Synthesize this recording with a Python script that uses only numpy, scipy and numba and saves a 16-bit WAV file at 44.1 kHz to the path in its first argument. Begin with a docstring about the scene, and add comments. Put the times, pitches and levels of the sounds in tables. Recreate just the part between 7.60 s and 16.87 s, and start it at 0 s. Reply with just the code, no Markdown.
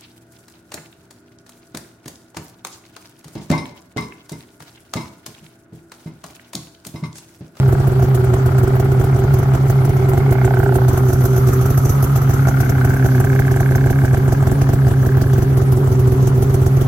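"""Snowmobile idling on grass

A two-cylinder two-stroke idles on grass while a stereo microphone is carried close round its nose.
The pistons pump the exhaust pipe into a steady hum; only some strokes fire, each with a pop, a puff of
hiss and a short collapse of the hum. The intake knocks once a turn, now hard, now airy; gas hisses and
whistles, and the engine bay rumbles and rattles behind it all. The walk is heard as slow changes of level.
"""
import sys
import numpy as np
from scipy import signal
from scipy.io import wavfile
from numba import njit

SR = 44100
rng = np.random.default_rng(int(sys.argv[2]) if len(sys.argv) > 2 else 0)


def transcribe(signal):
    """Save signal, clipped to [-1, 1], as a 16-bit WAV file at the path in sys.argv[1]."""
    frames = np.atleast_2d(signal).T
    limited = np.clip(frames, -1, 1)
    pcm = np.round(limited * 32767).astype(np.int16)
    wavfile.write(sys.argv[1], SR, pcm)


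N = 408807

# Strokes that fire, with relative strengths: start_s, pop_db, puff_db (hiss), crack_db
FIRINGS = [(0.0789, 1.5, -34, -28), (0.1254, 4.5, -28.5, -22), (0.1992, 0.5, -36, -29),
           (0.2732, 3, -28.5, -26), (0.3179, -1, -35, -33), (0.3949, -13, -38, -23), (0.425, 3, -29.5, -19),
           (0.441, 0.5, -37, -31), (0.5471, -4, -27, -23), (0.5634, -2, -51, -40), (0.5948, -4, -41, -42),
           (0.643, -9, -32.5, -22), (0.689, -9, -42, -26), (0.7213, -4, -42, -36),
           (0.7378, 3.5, -28, -19.5), (0.784, -6, -43, -39), (0.8609, 1.5, -26.5, -27),
           (0.8766, -1.5, -45, -41), (0.9068, -4, -43, -40), (0.9834, -1, -26, -24), (1.031, 5.5, -29, -27),
           (1.0756, 1, -29.5, -34), (1.1529, -2.5, -35, -21), (1.199, 2, -26.5, -19.5),
           (1.2443, -1, -38, -36), (1.3188, 0.5, -28.5, -34), (1.3964, 4, -31.5, -26),
           (1.4119, -13, -36, -24), (1.4409, 2.5, -29, -27), (1.5456, 0.5, -37, -26),
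           (1.5618, -7, -40, -26), (1.5909, -1, -31, -36), (1.6374, 1.5, -34, -20), (1.7394, 1, -28, -23),
           (1.7868, 0, -30, -25), (1.8297, -5, -33, -35), (1.935, 0, -29, -22), (1.95, 1.5, -30.5, -20),
           (2.0543, -10, -39, -23), (2.083, -22, -42, -37), (2.0993, -1.5, -24.5, -18),
           (2.2039, -4, -47, -26), (2.2504, -5, -26.5, -24), (2.2932, 2.5, -29.5, -25),
           (2.3668, -5, -32, -42), (2.3966, -5, -44, -38), (2.4434, -6, -42, -28), (2.488, -1, -27.5, -24),
           (2.5326, -0.5, -34, -16.5), (2.576, 3, -27.5, -18), (2.709, 5.5, -28, -37),
           (2.725, -4, -27, -18), (2.8493, 4, -25, -29), (2.8652, 0, -46, -36), (2.9419, -9, -33, -31),
           (2.974, -18, -36, -29), (2.9898, 4, -31, -25), (3.034, 1, -31, -31), (3.1104, -10, -43, -43),
           (3.143, -3, -29, -40), (3.158, 6, -25, -24), (3.2836, 5, -21, -26), (3.299, -3, -56, -34),
           (3.3305, 3, -31, -42), (3.3757, -3, -27, -17), (3.4537, -13, -42, -30),
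           (3.4849, 1, -30.5, -24.5), (3.5013, -5, -37, -21), (3.5308, 1, -26.5, -26),
           (3.607, -8, -36, -25), (3.6385, 2, -32, -29), (3.6545, 1, -27.5, -23), (3.7313, -10, -37, -25),
           (3.763, -8, -30, -19), (3.7787, 0, -31, -24), (3.871, -2, -27.5, -23), (3.8872, 4, -30, -21),
           (3.9328, -4, -30, -38), (4.0108, -5, -33, -24), (4.026, -4, -42, -29), (4.0577, -6, -28.5, -24),
           (4.1026, 3.5, -28, -24), (4.176, 0.5, -25, -19), (4.2522, 1, -30, -26), (4.295, 3.5, -27, -34),
           (4.4264, 1.5, -25, -21), (4.4421, 0.5, -28.5, -38), (4.5581, -9, -26.5, -19),
           (4.5743, -1, -36, -23), (4.6181, -5, -31, -33), (4.6933, 1.5, -32, -21), (4.7079, -12, -33, -22),
           (4.737, 2, -27.5, -43), (4.8701, -1, -30, -15), (4.885, 2, -28, -16), (5.005, -2, -24.5, -19),
           (5.0209, -5, -53, -32), (5.049, -5, -37, -36), (5.0957, 1.5, -25.5, -20), (5.1704, -7, -42, -41),
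           (5.2013, -14, -44, -34), (5.2485, 1.5, -25.5, -17), (5.2935, -0.5, -29.5, -20),
           (5.3392, -3, -32, -33), (5.3686, -13, -36, -36), (5.4447, 4, -31, -17), (5.4602, -3, -33, -18),
           (5.5527, -15, -35, -25), (5.6004, 0, -27, -15), (5.6448, -1.5, -31.5, -19),
           (5.7189, -5, -38, -29), (5.75, -11, -35, -22), (5.795, 1, -26, -18), (5.8688, -7, -36, -21),
           (5.9146, 0.5, -28.5, -20), (5.9606, -2, -33, -18), (6.0043, 2, -28, -14.5),
           (6.1092, -2.5, -34, -20), (6.155, 2.5, -25, -16), (6.2596, 1.5, -34, -20),
           (6.3037, 4.5, -26.5, -22), (6.4358, 2.5, -36, -24), (6.453, -7, -31, -27), (6.5293, 5, -32, -32),
           (6.5446, -4, -35, -15.5), (6.574, 2.5, -30.5, -35), (6.6777, 4, -32, -20), (6.7232, 3, -26, -17),
           (6.8248, -2, -33, -19), (6.8703, 4, -27, -15), (6.915, 4.5, -29.5, -19), (7.0154, 4.5, -26, -18),
           (7.0896, 3.5, -29, -18), (7.133, 4.5, -26.5, -17), (7.267, 2.5, -33, -18), (7.283, -3, -33, -27),
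           (7.3125, 2.5, -33, -31), (7.4177, -2, -38, -32), (7.449, -9, -37, -33), (7.4642, 4.5, -29, -33),
           (7.5697, 0.5, -30, -18), (7.615, 3.5, -27, -21), (7.658, -1.5, -44, -33), (7.7332, -1, -29, -22),
           (7.779, 3.5, -29.5, -26), (7.8224, 4, -28, -24), (7.926, -10, -39, -42), (7.9714, 1.5, -27, -25),
           (8.0162, 1, -32, -24), (8.1218, 2, -25.5, -25), (8.17, 0, -33, -30), (8.2424, -8, -41, -42),
           (8.2728, 0.5, -34, -27), (8.3179, 1.5, -31, -36), (8.395, -1, -27, -42), (8.473, 2.5, -31, -31),
           (8.5197, 4.5, -28.5, -33), (8.6251, 2, -35, -35), (8.6717, 2.5, -25, -23),
           (8.746, -16, -43, -47), (8.7775, 1.5, -36, -35), (8.8232, 3, -26.5, -22), (8.8973, 0, -33, -29),
           (8.9423, 2, -25, -24), (9.0168, 2, -31.5, -28), (9.0632, 2, -26.5, -23),
           (9.1679, 1.5, -31.5, -26), (9.2128, 3.5, -28.5, -32)]
IDLE_STROKES_PER_S = 66.4   # nominal, two strokes a turn


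def crank():
    """Crank angle in turns: a whole number of strokes fits between two firings."""
    start_s = np.array(FIRINGS)[:, 0]
    strokes = np.r_[0, np.cumsum(np.round(np.diff(start_s) * IDLE_STROKES_PER_S))]
    # one more second at nominal speed on either side
    knots_s = np.r_[start_s[0] - 1, start_s, start_s[-1] + 1]
    strokes = np.r_[-IDLE_STROKES_PER_S, strokes, strokes[-1] + IDLE_STROKES_PER_S]
    return np.interp(np.arange(N) / SR, knots_s, strokes / 2)


def passes(turns, angle, per_turn=1):
    """Times in s at which the crank passes an angle in turns."""
    return np.flatnonzero(np.diff(np.floor((turns - angle) * per_turn)) > 0) / SR


# Orders of the pumping hum: multiple of crank speed, level_db (relative), left_over_right_db
HUM_ORDERS = [(2, -20, -4), (4, 2, -1), (6, -16.5, 9)]
HUM_DB, HUM_LAG_TURNS = -11.5, .026
SING_ORDER, SING_LAG_TURNS = 12, .062
REBUILD_DEPTH, REBUILD_S = 0.27, 0.046   # the hum needs some strokes to reach full height again


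def hum(turns, drone_db, sing_db):
    """Pumping orders; the returning wave of a firing knocks the hum down and the next strokes rebuild it."""
    start_s, pop_db = np.transpose(FIRINGS)[:2]
    pop = from_db(pop_db)
    knocked_down = swell(clicks(start_s + .0095, 3.24 * pop), rise_s=0.0025, fall_s=0.0076)
    rebuilding = swell(clicks(start_s + 0.0107, REBUILD_DEPTH * pop), rise_s=0.0022, fall_s=REBUILD_S)
    collapse = np.exp(-knocked_down) * np.exp(-rebuilding)
    tone = 0
    for order, level_db, side_db in HUM_ORDERS:
        wave = np.cos(2 * np.pi * order * (turns - HUM_LAG_TURNS))
        tone = tone + pan(from_db(level_db + 0.8 * drift(22)) * wave, side_db)
    # one high order sits on a silencer mode and sings; it dies a little later than the hum
    fading = np.exp(-swell(clicks(start_s + 0.0164, 3 * pop), rise_s=0.0013, fall_s=0.003))
    sing_wave = np.cos(2 * np.pi * SING_ORDER * (turns - SING_LAG_TURNS))
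    sing = fading * from_db(sing_db + 2 * drift(5.6)) * sing_wave
    # the eighth order sits on the lower mode and drones on, barely shaken by a firing
    drone_wave = np.cos(2 * np.pi * 8 * (turns - HUM_LAG_TURNS))
    drone = collapse ** 0.047 * from_db(drone_db + 1.0 * drift(4.2)) * drone_wave
    return np.sqrt(2) * (from_db(HUM_DB) * collapse * tone + pan(sing + drone, 0.34))


# Pulses in the tuned pipe: blow-down, its inverted return from the widening cone, its return from the
# closing cone: delay_s (to the pulse's middle), gain, width_s
PIPE_PULSES = [(.002, 0.16, 0.0025), (.0058, -0.21, 0.0018), (0.0103, 0.47, 0.0044)]


def pops():
    """Each firing sends a smooth pressure pulse down the pipe; the cones send it back."""
    start_s, pop_db = np.transpose(FIRINGS)[:2]
    out = 0
    for delay_s, gain, width_s in PIPE_PULSES:
        pulse = np.hanning(int(width_s * SR))
        out = out + gain * signal.fftconvolve(clicks(start_s + delay_s, from_db(pop_db)), pulse, "same")
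    return pan(out, -2.5)


# Silencer and chassis modes: pitch_hz, firing_db, idle_stroke_db (both relative), t60_s, left_over_right_db
SILENCER_MODES = [(75.2, -57, -57, 0.026, 5), (203.6, -25.5, -37, 0.067, 14), (270.6, -23.5, -32, 0.042, 3),
                  (379.6, -25, -29, 0.17, -3), (395.8, -53, -35, 0.22, -10.5),
                  (558, -102, -41.5, 0.039, -18), (695, -33, -35, 0.042, 2), (787, -28, -35, 0.042, -2),
                  (1132, -31.5, -45, 0.015, 4), (1434, -30, -53, 0.01, -9)]


def silencer(turns, low_db, high_db):
    """Firings and idle strokes both strike the ringing modes, each with a strength of its own."""
    start_s, pop_db, _, crack_db = np.transpose(FIRINGS)
    idle_s = passes(turns, .06, per_turn=2)
    out, arrival_s = 0, start_s + .0019
    for hz, fire_db, idle_db, t60_s, side_db in SILENCER_MODES:
        # low modes follow the pop, high ones the crack
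        strength_db = pop_db if hz < 600 else crack_db - np.mean(crack_db)
        fire_levels_db = strength_db + fire_db + rng.normal(0, 1.2, len(start_s))
        blows = clicks(arrival_s, from_db(fire_levels_db))
        jittered_s = idle_s + rng.normal(0, 0.00045, len(idle_s))
        blows += clicks(jittered_s, from_db(idle_db + rng.normal(0, 2.7, len(idle_s))))
        # two groups of modes change with the microphone's place
        place_db = low_db if 150 < hz < 320 else high_db if 320 < hz < 600 else 0
        out = out + pan(from_db(place_db - np.mean(place_db)) * ring(blows, hz, t60_s), side_db)
    return out


# The walk past the air box: time_s, knock_db, knock_pitch_hz, overtone_db, airiness (0-1),
# hood_boom_db, left_over_right_db
INTAKE_WALK = [(0, -39.5, 1390, -54, 0.33, -38.5, 8), (1.2, -37.5, 1385, -48, 0.72, -35.5, 2.5),
               (2.5, -40, 1353, -43, 0.68, -36, 1), (2.76, -35.5, 1457, -38, 0.59, -31.5, -5),
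               (2.86, -30, 1490, -36, 0.34, -27.5, -4), (3.12, -32.5, 1455, -53, .32, -28, -8),
               (3.33, -37.5, 1410, -62, 0.48, -32.5, -4), (4.0, -35.5, 1296, -51, 0.74, -54, -3.5),
               (4.35, -34, 1255, -52, 0.77, -48, -1), (5.06, -31.5, 1470, -38, 0.49, -35, 5),
               (5.34, -30, 1516, -42.5, 0.56, -37, -1), (5.78, -33.5, 1603, -40, 0.17, -49, -5),
               (6.48, -34.5, 1575, -43, 0.33, -40, -3.5), (7.15, -43, 1624, -52, 0.27, -42, 3),
               (7.5, -37.5, 1610, -60, .08, -45, -1), (7.85, -43, 1590, -61, 0.34, -54, 1),
               (8.05, -56, 1400, -109, 0.33, -75, 1), (9.27, -51, 1296, -75, 0.3, -50, 1)]
KNOCK_AT, BOOM_AT, SECOND_AT = .35, .395, .54   # crank angles of the contacts, turns
SECOND_KNOCK_DB = -13.5   # relative to the first knock
KNOCK_WIDTH_HZ, OVERTONE_HZ, OVERTONE_WIDTH_HZ, AIR_BOX_CUT_HZ = 270, 2140, 330, 2400
BOOM_HZ, BOOM_WIDTH_HZ = 755, 160
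# two opposed resonances, this far below and above the centre, give the boom a steep-edged band
BOOM_SPLIT_HZ = 75


def intake(turns):
    """Contacts strike the air box and hood; along the walk the knocks vary from hard blows to airy puffs."""
    knock_db, knock_hz, overtone_db, airy, boom_db, side_db = in_time(INTAKE_WALK)
    # reed and injector contacts
    contacts = []
    for angle in (KNOCK_AT, BOOM_AT, SECOND_AT):
        times_s = passes(turns, angle)
        contacts.append(clicks(times_s, from_db(rng.normal(0, 1.5, len(times_s)))))
    first, boom, second = contacts
    knock = first + from_db(SECOND_KNOCK_DB) * second
    airy = np.clip(airy, 0, 1)
    channels = []
    for air in rng.standard_normal((2, N)):
        puff = rms_one(swell(knock, rise_s=0.00088, fall_s=0.01) * air)
        blow = (1 - airy) * rms_one(knock) + airy * puff
        thud_air = rms_one(swell(boom, rise_s=.001, fall_s=.006) * air)
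        thud = .85 * rms_one(boom) + .15 * thud_air
        hood = sum(k * twice(thud, BOOM_HZ + k * BOOM_SPLIT_HZ, BOOM_WIDTH_HZ) for k in (-1, 1))
        channels.append(from_db(knock_db) * twice(blow, knock_hz, KNOCK_WIDTH_HZ)
                        + from_db(overtone_db) * twice(blow, OVERTONE_HZ, OVERTONE_WIDTH_HZ)
                        + from_db(boom_db) * rms_one(hood))
    air_box = signal.butter(4, AIR_BOX_CUT_HZ, fs=SR, output="sos")
    return signal.sosfilt(air_box, channels) * pan(1, side_db)


# Colour of the gas jet: pitch_hz, density_db (per Hz, relative)
JET_COLOUR = [(1470, -47), (2500, -3.5), (3200, -7), (3880, -9.5), (5210, -7), (6030, -3.5), (8470, -4),
              (9960, -5), (11500, -3.5), (12600, -2.5), (13400, 3), (15100, 4.5), (15800, -16)]
# Broad jet whistles: pitch_hz, width_hz (of each resonance pass), level_db (relative to the vents' level)
WHISTLES = [(6140, 1300, 0.5), (11900, 2200, 5)]
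# The walk past the nose vents: time_s, whistle_level_db
VENTS_WALK = [(0, -78), (1.9, -66), (2.6, -67), (3.1, -72), (3.35, -51), (4.0, -47.5), (4.3, -47.5),
              (4.5, -51.5), (5.8, -53), (7.1, -58), (8.0, -59), (9.27, -56.5)]
# The thin whistle along the walk: time_s, level_db
THIN_WALK = [(0, -57), (2.6, -56), (2.85, -42), (3.1, -43.5), (4.0, -43), (4.4, -45), (6.5, -57),
             (9.27, -73)]
LEAK_DB, LEAK_FOLLOWS = -44.5, 0.07   # hiss at mean whistle level; share of the whistles' swing in dB
THIN_HZ, THIN_WIDTH_HZ = 13310, 220
THIN_PUFF_SHARE = 1   # how far the thin whistle follows the flow with its puffs


def hiss(turns):
    """Gas jet: a steady leak that breathes with the crank, a puff round every firing, and whistles."""
    start_s, _, puff_db, _ = np.transpose(FIRINGS)
    (whistle_db,), (thin_db,) = in_time(VENTS_WALK), in_time(THIN_WALK)
    steady_db = LEAK_DB + LEAK_FOLLOWS * (whistle_db - whistle_db.mean())
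    jet = banded_noise(JET_COLOUR, 2200 * 2 ** np.arange(0, 3.1, .33), patchy_db=3.0)
    air = rng.standard_normal((2, N))
    whistles = 0
    for hz, width_hz, level_db in WHISTLES:
        gain = from_db(level_db + 2.0 * drift(7.5))
        whistles = whistles + gain * np.array([twice(n, hz, width_hz) for n in air])
    thin_gain = from_db(thin_db + 3.7 * drift(25))
    thin = thin_gain * np.array([twice(n, THIN_HZ, THIN_WIDTH_HZ) for n in air])
    breath_db = 0.25 * np.cos(2 * np.pi * (turns - .4)) + 0.45 * drift(26.4)
    breath = from_db(steady_db + breath_db)
    puffs = swell(clicks(start_s - .003, from_db(puff_db + 3.5)), rise_s=0.0053, fall_s=0.006)
    flow = np.sqrt(breath ** 2 + puffs ** 2)
    jet_and_whistles = jet + from_db(whistle_db - steady_db) * whistles
    return jet_and_whistles * flow + thin * rms_one(flow ** THIN_PUFF_SHARE)


# Colour of the engine bay's rumble and rattle: pitch_hz, density_db (per Hz, relative)
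BAY_COLOUR = [(25, -32), (60, -6.5), (110, 4), (170, -12), (300, -11.5), (450, -14.5), (750, -22),
              (1000, -18), (1500, -19.5), (2200, -42.5), (3500, -28), (5000, -61)]
# The rattle along the walk: time_s, level_db (over the rumble's colour)
RATTLE_WALK = [(0, 0.9), (2.5, 1.5), (4.5, 2), (7.2, 0), (9.27, 0.5)]
BAY_DB = -25
RATTLE_ABOVE_HZ, RATTLE_SWING_DB, RATTLE_AT = 1160, 1.5, 0.39   # loudest at this crank angle, turns


def bay(turns):
    """Engine bay: a steady noise rumble, and a rattle above it that swells once a turn."""
    noise = banded_noise(BAY_COLOUR, 22 * 2 ** np.arange(0, 8, .6), patchy_db=2.0)
    high_pass = signal.butter(1, RATTLE_ABOVE_HZ, "high", fs=SR, output="sos")
    rattle = signal.sosfilt(high_pass, noise)
    rumble = noise - rattle
    swing_db = RATTLE_SWING_DB * np.cos(2 * np.pi * (turns - RATTLE_AT))
    return from_db(BAY_DB) * (rumble + rattle * from_db(in_time(RATTLE_WALK)[0] + swing_db))


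# How alike noise is in the two channels: pitch_hz, likeness (correlation, -1 to 1)
LIKENESS = [(60, 0.85), (180, 0.91), (550, 0.15), (1650, -0.066), (4970, -0.061), (15000, -0.038)]


def banded_noise(spectrum, edges, patchy_db):
    """Bands of stereo noise, each with its own level, flicker and likeness; rms 1."""
    out, white = 0, rng.standard_normal((2, 2, N))
    for k, (low, high) in enumerate(zip(edges, edges[1:])):
        band = signal.butter(2, [low, high], "band", fs=SR, output="sos")
        mid, side = signal.sosfilt(band, white[k % 2])   # neighbouring bands use different noise
        hz = np.sqrt(low * high)
        alike = np.clip(at_hz(LIKENESS, hz), -1, 1)
        gain = from_db(at_hz(spectrum, hz) + patchy_db * drift(18.2))
        out = out + gain * (np.sqrt(1 + alike) * mid + np.sqrt(1 - alike) * side * [[1], [-1]])
    return rms_one(out)


def from_db(db):
    """Gain of a level in dB."""
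    return 10 ** (np.asarray(db) / 20)


def rms_one(x):
    """Scaled to rms 1."""
    return x / np.sqrt(np.mean(x ** 2) + 1e-20)


def pan(x, db):
    """Two channels, the left louder by db."""
    return np.array([x * from_db(db / 2), x * from_db(-db / 2)])


def at_hz(points, hz):
    """A spectrum read on a log-frequency axis."""
    points = np.array(points)
    return np.interp(np.log(hz), np.log(points[:, 0]), points[:, 1])


def in_time(rows):
    """The columns of a table, joined by straight lines in time."""
    time_s, *columns = np.transpose(rows)
    return [np.interp(np.arange(N) / SR, time_s, c) for c in columns]


def drift(rate_hz):
    """Slow chance of spread 1: noise through two equal low-pass poles, made at every 40th sample."""
    r = np.exp(-2 * np.pi * rate_hz * 40 / SR)
    noise = rng.standard_normal(N // 40 + 2002)
    slow = signal.lfilter([1], [1, -2 * r, r * r], noise)[2000:]   # skips the filter's start
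    return np.interp(np.arange(N) / 40, np.arange(len(slow)), rms_one(slow))


def clicks(times_s, sizes):
    """One-sample clicks of the given sizes."""
    out = np.full(N, 1e-18)   # a trace above zero keeps filters off denormal numbers
    at = np.round(np.asarray(times_s) * SR).astype(int)
    np.add.at(out, np.clip(at, 0, N - 1), sizes)
    return out


def ring(x, hz, t60_s):
    """A unit click sets a decaying sine of starting height 1 ringing."""
    r, w = from_db(-60 / (t60_s * SR)), 2 * np.pi * hz / SR
    return signal.lfilter([0, np.sin(w)], [1, -2 * r * np.cos(w), r * r], x)


def swell(x, rise_s, fall_s):
    """Each click becomes a hump, lower than the click unless the fall is much slower than the rise."""
    a, b = np.exp(-1 / (rise_s * SR)), np.exp(-1 / (fall_s * SR))
    return signal.lfilter([1 - a], [1, -a - b, a * b], x)


@njit
def resonance(x, hz, width_hz, rate):
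    """Two-pole resonance whose centre may move."""
    out, r = np.zeros(len(x)), np.exp(-np.pi * width_hz / rate)
    for i in range(2, len(x)):
        feedback = 2 * r * np.cos(2 * np.pi * hz[i] / rate) * out[i - 1] - r * r * out[i - 2]
        out[i] = x[i] - x[i - 2] + feedback
    return out


def twice(x, hz, width_hz):
    """A steep resonance of two equal passes, rms 1."""
    hz = hz * np.ones(N)
    once = resonance(x, hz, width_hz, SR)
    return rms_one(resonance(once, hz, width_hz, SR))


# The walk past the silencer: time_s, low_ring_db, high_ring_db
RINGS_WALK = [(0, -35.5, -30.5), (1.2, -30, -29), (1.9, -33.5, -33), (2.6, -29.5, -28), (3.1, -32, -26.5),
              (3.35, -28.5, -29), (4.0, -27, -31), (4.3, -32.5, -36.5), (5.06, -24.5, -35), (5.8, -24, -29),
              (6.5, -27.5, -34), (7.1, -26, -36.5), (7.5, -26, -33), (8.05, -28.5, -29), (8.6, -26, -29),
              (9.27, -29, -30.5)]
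DEAD_HZ, DEAD_WIDTH_HZ, DEAD_DEPTH = 167.4, 62, 0.81   # the silencer's side chamber swallows this band
LEFT_LAG = 5   # samples by which the engine reaches the left channel later


def scene():
    """All sources as the two microphone channels meet them."""
    turns = crank()
    low_db, high_db = in_time(RINGS_WALK)
    exhaust = hum(turns, low_db, high_db) + pops() + silencer(turns, low_db, high_db)
    dead_band = signal.iirpeak(DEAD_HZ, DEAD_HZ / DEAD_WIDTH_HZ, SR)
    exhaust -= DEAD_DEPTH * signal.lfilter(*dead_band, exhaust)
    engine = exhaust + intake(turns)
    engine[0] = np.r_[np.zeros(LEFT_LAG), engine[0, :-LEFT_LAG]]
    return engine + bay(turns) + hiss(turns)


CUTOFF_HZ = 15850


def record(dry):
    """The microphone drops the deepest bass, peaks are rounded, the top is cut."""
    x = signal.sosfilt(signal.butter(2, 36, "high", fs=SR, output="sos"), dry)
    x = 1.089 * np.tanh(x / 0.93)
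    return signal.sosfilt(signal.ellip(14, .5, 75, CUTOFF_HZ, fs=SR, output="sos"), x)


dry = scene()
out = record(dry)
transcribe(out)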